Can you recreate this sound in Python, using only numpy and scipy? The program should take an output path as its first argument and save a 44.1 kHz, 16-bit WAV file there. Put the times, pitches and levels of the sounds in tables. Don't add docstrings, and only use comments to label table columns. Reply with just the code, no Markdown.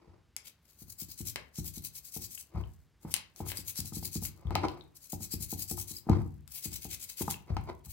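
import sys
import numpy as np
from scipy import signal
from scipy.fft import rfft, irfft, next_fast_len
from scipy.io import wavfile

SR = 44100
rng = np.random.default_rng(int(sys.argv[2]) if len(sys.argv) > 2 else 0)


def to_wav(sig):
    pcm = np.clip(np.atleast_2d(sig), -1, 1) * 32767
    pcm = np.round(pcm).astype(np.int16)
    wavfile.write(sys.argv[1], SR, pcm.T)


N = 349267
T = np.arange(N) / SR

# f/Hz, level/dB
BRISTLES = [(1500, -26.5), (3200, -46), (4000, -5.5), (5000, -7), (6200, -4.5), (7500, -2.5), (8600, -5),
            (10000, -6.5), (12200, -2.5), (14000, -4.5), (16000, -1.5)]
# t/s of the push, wait/s until the pull, push/dB, pull/dB, bump on the tub/dB
SCRUBS = [(0.814, 0.092, -51, -46, -49.5), (1.016, 0.099, -37.5, -43, -46.5),
          (1.201, 0.084, -42, -36.5, -38), (1.581, 0.087, -41.5, -37.5, -33.5),
          (1.77, .086, -42, -39, -42.5), (1.969, 0.1, -43.5, -45.5, -127), (2.16, 0.078, -38.5, -39, -41.5),
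          (2.33, 0.07, -42, -42.5, -79), (3.399, 0.093, -50.5, -39, -35.5), (3.584, .107, -40, -38.5, -46),
          (3.786, 0.084, -36, -41, -37), (3.964, 0.088, -36, -36.5, -36), (4.153, 0.097, -35, -36, -32.5),
          (5.127, 0.11, -41, -39, -36.5), (5.334, 0.097, -38, -37, -34.5), (5.523, .09, -36.5, -35.5, -37),
          (5.708, 0.093, -34.5, -34.5, -36), (5.906, 0.06, -38.5, -41.5, -47.5),
          (6.653, 0.096, -36, -36, -39.5), (6.847, 0.081, -40, -35, -42), (7.027, .08, -42, -43.5, -61.5),
          (7.205, 0.11, -34.5, -38.5, -33.5)]
# t/s at the strongest, length/s, swish/dB, jostling of the tub/dB
DIPS = [(2.571, 0.036, -48.5, -54.5), (4.587, 0.1, -45.5, -47), (6.13, 0.039, -42, -36),
        (7.552, 0.063, -57, -44)]


def undb(db):
    return 10 ** (np.asarray(db) / 20)


def unit(x):
    return x / np.sqrt(np.mean(x ** 2))


def lookup(points, hz):
    f, value = np.transpose(points)
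    return np.interp(np.log(np.maximum(hz, 1)), np.log(f), value)


def colour(x, points):
    n = x.shape[-1]
    size = next_fast_len(n)
    gain = undb(lookup(points, np.fft.rfftfreq(size, 1 / SR)))
    return unit(irfft(rfft(x, size) * gain, size)[..., :n])


def ring(modes, t):
    return sum((-1) ** k * undb(db) * np.sin(2 * np.pi * hz * t) * np.exp(-np.log(1000) * t / t60)
               for k, (hz, db, t60) in enumerate(modes))


def burst(x, db, seconds):
    return x * undb(db) * np.sqrt(seconds * SR / np.sum(x ** 2))


def add(out, s, x):
    i = max(int(s * SR), 0)
    out[..., i:i + x.shape[-1]] += x[..., :max(N - i, 0)]


def pan(db):
    return unit(undb(np.array([[db], [-db]]) / 2))


def swell(s, length):
    out = np.zeros(N)
    near = slice(max(int((s - 3 * length) * SR), 0), int((s + 3 * length) * SR))
    out[near] = 2 ** -((2 * (T[near] - s) / length) ** 2)
    return out


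def walk(rate):
    knots = rng.standard_normal(N // 20)
    return unit(np.interp(T * rate, np.arange(len(knots)), knots))


def room_air():
    # f/Hz, level/dB
    spectrum = [(25, -32), (45, 11), (70, 7.5), (150, 0.5), (300, -7.5), (600, -15), (1500, -16.5),
                (5000, -24.5), (16000, -38.5)]
    return undb(-68) * colour(rng.standard_normal(N) + 0.13 * rng.standard_normal((2, N)), spectrum)


def room(x, wet_db, onset_s=0.0019, alike_hz=500):
    # f/Hz, t60/s
    decays = [(80, 0.62), (300, 0.44), (1000, 0.37), (3000, 0.29), (8000, 0.17), (15000, 0.16)]
    t = T[:32768]
    hz = np.fft.rfftfreq(len(t), 1 / SR)
    mid, side = rfft(rng.standard_normal((2, len(t))))
    spread = np.minimum(.5 + hz / alike_hz / 2, 1)
    noise = (mid + np.array([[1], [-1]]) * spread * side) / np.sqrt(1 + spread ** 2)
    tail = 0
    for weights, (_, t60) in zip(np.eye(len(decays)), decays):
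        band = lookup([(f, w) for (f, _), w in zip(decays, weights)], hz)
        tail += irfft(noise * band) * np.exp(-np.log(1000) * t / t60)
    tail *= 1 - np.exp(-(t / onset_s) ** 2)
    tail *= undb(wet_db) / np.sqrt(np.sum(tail ** 2) / 2)
    crossfed = 0.75 * x + 0.25 * x[::-1]
    return signal.fftconvolve(crossfed, tail, axes=1)[:, :N]


def ports(x):
    # delay/ms, gain
    paths = [
        [(0, 1), (.62, .3), (1.9, .35)],
        [(.09, 1), (.37, -.4), (1.3, .35)],
    ]
    return np.array([sum(gain * np.roll(x, round(ms * SR / 1000)) for ms, gain in taps)
                     / np.hypot.reduce([gain for _, gain in taps]) for taps in paths])


def clicks(rate, spread_db):
    sizes = undb(spread_db * np.minimum(rng.exponential(size=N), 4))
    return unit((rng.random(N) < rate / SR) * rng.choice([-1, 1], N) * sizes)


def crackle(spectrum, rate, spread_db, apart):
    separate = np.array([clicks(rate, spread_db) for _ in range(2)])
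    return colour(ports(clicks(rate, spread_db)) + apart * separate, spectrum)


def suds(stroke_db=-25, foam_db=-69, linger_s=.19):
    lather = sum(swell(s + linger_s / 3, linger_s) * undb(2 * (db + stroke_db)) * length / linger_s
                 for s, length, db in strokes())
    foam = undb(2 * foam_db) * sum(swell(s + linger_s / 2, linger_s) for s, *_ in DIPS)
    fizz = crackle(BRISTLES, rate=130, spread_db=3, apart=.5)
    return np.sqrt(lather + foam) * fizz * pan(db=11)


def drips(dribble_s=0.27, dribble_hz=2450, dribble_db=-73, fade_cycles=13, glide=0.069):
    # t/s, f/Hz, level/dB
    drops = [(2.377, 2780, -41.5), (2.638, 2860, -51), (4.47, 3340, -55), (4.567, 4250, -43),
             (4.81, 3820, -45.5), (7.342, 2710, -36)]
    out, t = np.zeros(N), T[:2048]
    dribbles = [(s + dribble_s * rng.random(),
                 dribble_hz * 2 ** rng.uniform(-1.06, 1),
                 dribble_db + 4 * rng.standard_normal()) for s, *_ in DIPS for _ in range(5)]
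    for s, hz, db in drops + dribbles:
        age = t * hz / fade_cycles
        envelope = np.sqrt(age) * np.exp(-np.log(100) * age)
        bubble = np.sin(2 * np.pi * hz * t * (1 + glide * age / 2)) * envelope
        add(out, s, burst(bubble, db, 0.0021))
    return ports(out) * pan(db=9.5)


def swishes(slosh_db=3.5, wash_lag_s=0.025, wash_db=-5.5):
    # t/s at the middle, length/s, level/dB
    swipes = [(0.056, 0.16, -65.5), (3.067, 0.042, -56.5), (3.442, 0.061, -54.5), (4.65, 0.028, -34),
              (7.216, 0.0097, -40.5), (7.5, 0.026, -51.5), (7.698, 0.024, -43)]
    power = sum(undb(2 * db) * (swell(s, length) + undb(2 * wash_db) * swell(s + wash_lag_s, 2 * length))
                for s, length, db, _ in DIPS)
    power += sum(swell(s, length) * undb(2 * db) for s, length, db in swipes)
    # f/Hz, level/dB
    water = [(150, -23.5), (330, 8.5), (430, -4.5), (600, -7.5), (900, -4.5), (1280, -11), (1650, -28),
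             (2150, -18), (2750, -25.5), (3300, -30.5), (4500, -25), (7000, -37.5), (16000, -56)]
    slosh = undb(slosh_db * walk(170))
    return slosh * np.sqrt(power) * crackle(water, rate=3200, spread_db=2.7, apart=.35) * pan(db=1.8)


def jostles(gap_s=.055, fade_db_per_s=79.5, push_hz=330, clack_db=-35):
    rows = []
    for s, _, _, db in DIPS:
        for late in gap_s * (np.arange(4) + .5 + rng.random(4) / 2):
            thud = db - fade_db_per_s * late
            rows.append((s + late, thud, push_hz, thud + clack_db))
    return rows


def bumps(lag_s=0.00455, firm_db=-45.5, oct_per_db=.02, scatter_oct=0.38):
    rows = []
    for s, wait, _, _, db in SCRUBS:
        hardness = 2 ** (oct_per_db * (db - firm_db) + scatter_oct * rng.standard_normal(2))
        push, turn = hardness
        push_clack_db, turn_clack_db = 40 * np.log10(hardness) + [-24.5, -21]
        turn_db = db - 8
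        rows.append((s + lag_s, db, 366 * push, db + push_clack_db))
        rows.append((s + .72 * wait, turn_db, 270 * turn, turn_db + turn_clack_db))
    return rows


def knocks(clack_band_hz=(620, 1900)):
    # t/s, thud/dB, roll-off of the push/Hz, clack/dB
    blows = [(0.074, -52, 190, -73), (2.548, -28.5, 126, -53), (2.559, -41.5, 306, -44.5),
             (2.583, -40.5, 396, -53.5), (3.049, -39.5, 423, -54.5), (3.464, -46.5, 282, -48.5),
             (3.922, -40, 400, -54), (4.454, -27, 136.6, -82), (4.507, -35.5, 420, -37),
             (4.545, -38, 422, -70), (4.556, -35.5, 510, -24.5), (4.639, -36, 487, -28.5),
             (5.777, -61, 437, -46), (6.068, -39.5, 444, -55), (6.089, -30.5, 580, -32.5),
             (6.098, -16.5, 380, -35), (6.119, -42, 228, -50), (6.21, -37.5, 346, -46.5),
             (6.26, -38.5, 380, -60), (7.2794, -37, 440, -30.5), (7.503, -25.5, 158, -52),
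             (7.567, -37.5, 455, -33), (7.866, -42, 178, -62.5)]
    # f/Hz, level/dB, t60/s, left minus right/dB
    tub_modes = [(64.8, 3.5, 0.35, 8), (91.35, -2, 0.4, 4), (110.3, -5.5, .14, 17),
                 (148.36, -20.5, 0.78, -7), (154.6, 5, 0.053, -1.5), (236.2, -20.5, 0.33, -3),
                 (285.7, -11.5, .24, -1), (305.3, 5, 0.021, 0.5), (353.8, -22, .35, 11),
                 (439, -13, 0.034, 5), (532, -13.5, 0.029, 3.5), (774, -22, 0.088, 7.5),
                 (815, -17.5, 0.11, 2), (838, -0.5, 0.014, 2), (1108, -11.5, 0.014, -3.5),
                 (1228, -13.5, .026, 11)]
    out, t, lead = np.zeros((2, N)), T[:16384], SR // 100
    hz = np.fft.rfftfreq(len(t), 1 / SR)
    edge = signal.butter(3, clack_band_hz, "band", fs=SR, output="sos")
    for s, thud_db, push_hz, clack_db in blows + bumps() + jostles():
        spot = rng.standard_normal((len(tub_modes), 2)) * [.015, 2.2]
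        sides = [[(f * (1 + detune), db + shift_db + side * lean_db / 2, t60)
                  for (f, db, t60, lean_db), (detune, shift_db) in zip(tub_modes, spot)]
                 for side in (1, -1)]
        wall = np.roll([ring(modes, t) for modes in sides], lead, axis=1)
        thud = irfft(rfft(wall) * 1j * hz * np.exp(-(hz / push_hz) ** 2))
        clack = signal.sosfilt(edge, wall)
        add(out, s - lead / SR, burst(thud, thud_db, 0.044) + burst(clack, clack_db, 0.011))
    return out


def ticks(snap_s=.001, focus_db=4):
    # t/s, snap/dB, ring/dB, favoured f/Hz, left minus right/dB
    # the one at 3.36 s is tiny and high, like a small bubble popping
    events = [(0.3649, -32, -44.5, 1990, 8), (1.0138, -43, -65, 3080, 18), (1.359, -35.5, -31.5, 1860, 8),
              (1.9682, -60, -72, 2890, 15), (3.1403, -20, -28, 2900, 7.5), (3.1644, -33, -39.5, 2420, -12),
              (3.3616, -46.5, -83, 4030, 9), (3.502, -44, -43, 2160, 8), (3.518, -43, -37.5, 1740, 8),
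              (3.572, -34, -91, 4000, 2), (3.758, -42, -67, 3650, 9), (4.2518, -37.5, -40, 4440, 5),
              (4.507, -52, -49.5, 1580, 29), (4.5534, -37, -27.5, 2800, 4), (4.6845, -53, -40.5, 3980, 22),
              (6.096, -48, -46, 3120, 5), (6.4772, -47, -77, 3970, 14), (7.184, -45, -68, 2820, -3),
              (7.31, -29, -60, 3300, 0), (7.5677, -50.5, -43.5, 1980, 3)]
    # f/Hz, level/dB, t60/s
    knob_modes = [(823, 5, 0.0024), (1543, -21.5, 0.029), (1990, 0, 0.0041), (2890, 0, 0.0049),
                  (4000, 3.5, 0.0081), (4620, 11.5, 0.0013)]
    # f/Hz, level/dB
    snap_spectrum = [(1200, -10), (3500, -7.5), (5500, 1), (8000, 3), (11000, 1), (16000, -5.5)]
    out, t, lead = np.zeros((2, N)), T[:2048], SR // 2000
    for s, snap_db, ring_db, pitch_hz, pan_db in events:
        crack = rng.standard_normal((2, len(t))) * np.exp(-t / snap_s)
        snap = colour(np.roll(crack, lead, axis=1), snap_spectrum)
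        spot = rng.standard_normal((len(knob_modes), 2))
        modes = [(hz * (1 + 0.012 * detune), db + shift_db - focus_db * np.log2(hz / pitch_hz) ** 2, t60)
                 for (hz, db, t60), (detune, shift_db) in zip(knob_modes, spot)]
        ringing = np.roll(ring(modes, t), lead)
        tick = burst(snap, snap_db, 0.0066) + ports(burst(ringing, ring_db, 0.0046))
        add(out, s - lead / SR, tick * pan(pan_db))
    return out


def squeaks(waver_hz=260):
    # t/s at the middle, length/s, f/Hz, level/dB
    tufts = [(3.578, 0.01, 4610, -42.5), (5.326, 0.018, 7600, -41.5), (5.968, 0.0037, 5100, -39)]
    out = 0
    for s, length, hz, db in tufts:
        tone = unit(np.sin(2 * np.pi * np.cumsum(hz + waver_hz * walk(900)) / SR))
        out += undb(db) * np.sqrt(swell(s, length)) * tone
    return ports(out) * pan(db=6.8)


def hand_echo(x, lag_ms=0.418, swing_oct=0.39, echo_db=-10):
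    late = lag_ms / 1000 * 2 ** (swing_oct * walk(9))
    echo = np.array([np.interp(T - late, T, side) for side in x])
    return unit(x + undb(echo_db) * echo)


def brush_turning(x, depth_db=1.6, rate=18, bands=8):
    size = next_fast_len(N)
    spectrum, hz = rfft(x, size), np.fft.rfftfreq(size, 1 / SR)
    centres_hz = np.geomspace(3000, 15000, bands)
    out = 0
    for weights in np.eye(bands):
        band = irfft(spectrum * lookup(np.transpose([centres_hz, weights]), hz), size)[:, :N]
        out += band * undb(depth_db * walk(rate))
    return unit(out)


def strokes(sweep_s=.031):
    # t/s at the middle, length/s, level/dB
    grazes = [(0.474, 0.026, -52.5), (0.708, 0.072, -63.5), (3.038, 0.026, -59.5), (3.132, 0.045, -45),
              (4.967, .014, -47.5), (5.043, 0.033, -48.5), (6.563, 0.052, -40.5), (7.27, 0.015, -44.5),
              (7.857, 0.014, -47.5), (7.918, 0.04, -47.5)]
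    pushes = [(s, sweep_s, db) for s, _, db, _, _ in SCRUBS]
    pulls = [(s + wait, sweep_s, db) for s, wait, _, db, _ in SCRUBS]
    return pushes + pulls + grazes


def scrubbing(rasp_db=-1, tuft_db=3.07, flick_db=-16, split_hz=9000, bright_db=1, scatter_db=1.5):
    # f/Hz, level/dB
    rasp_spectrum = [(500, -22.5), (1200, -25), (1700, -25.5), (2100, -13.5), (2500, -10.5), (2900, -12.5),
                     (3500, -11), (5000, -13.5)]
    # t/s, level/dB
    bend = [(.4, 8), (.9, -17), (1.3, -10.5), (2.4, -13), (3.5, -4.5), (3.9, -12.5), (5.8, -13.5),
            (6.6, -8.5), (7.3, -5), (7.9, -11)]
    low_power, high_power = np.zeros((2, N))
    for s, length, db in strokes():
        power = swell(s, length) * undb(2 * db)
        high_share = 1 / (1 + undb(-2 * (bright_db + scatter_db * rng.standard_normal())))
        low_power += 2 * (1 - high_share) * power
        high_power += 2 * high_share * power
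    slips = crackle(BRISTLES, rate=16000, spread_db=-3, apart=1)
    flicks = undb(flick_db) * crackle(BRISTLES, rate=220, spread_db=4, apart=.3)
    hiss = brush_turning(hand_echo(slips + flicks))
    low = signal.sosfiltfilt(signal.butter(2, split_hz, fs=SR, output="sos"), hiss)
    sound = low * np.sqrt(low_power) * pan(db=3.5) + (hiss - low) * np.sqrt(high_power) * pan(db=10.5)
    rasp_gain = np.sqrt((low_power + high_power) / 2) * undb(rasp_db + np.interp(T, *np.transpose(bend)))
    sound += rasp_gain * crackle(rasp_spectrum, rate=4000, spread_db=-0.5, apart=1) * pan(db=6)
    return sound * undb(tuft_db * walk(220))


def scene():
    air = room_air()
    brush = scrubbing() + squeaks() + suds() + drips()
    ticking = ticks()
    tub = knocks() + swishes()
    muffled = signal.sosfilt(signal.butter(1, 7000, fs=SR, output="sos"), ticking)
    reverb = room(brush, wet_db=-5) + room(muffled, wet_db=-1.5) + room(tub, wet_db=-8)
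    return air + reverb + tub + ticking + brush


def record(dry, bass_hz=54, top_hz=15900):
    thin = signal.sosfilt(signal.butter(5, bass_hz, "high", fs=SR, output="sos"), dry)
    return signal.sosfilt(signal.ellip(10, .2, 70, top_hz, fs=SR, output="sos"), thin)


dry = scene()
out = record(dry)
to_wav(out)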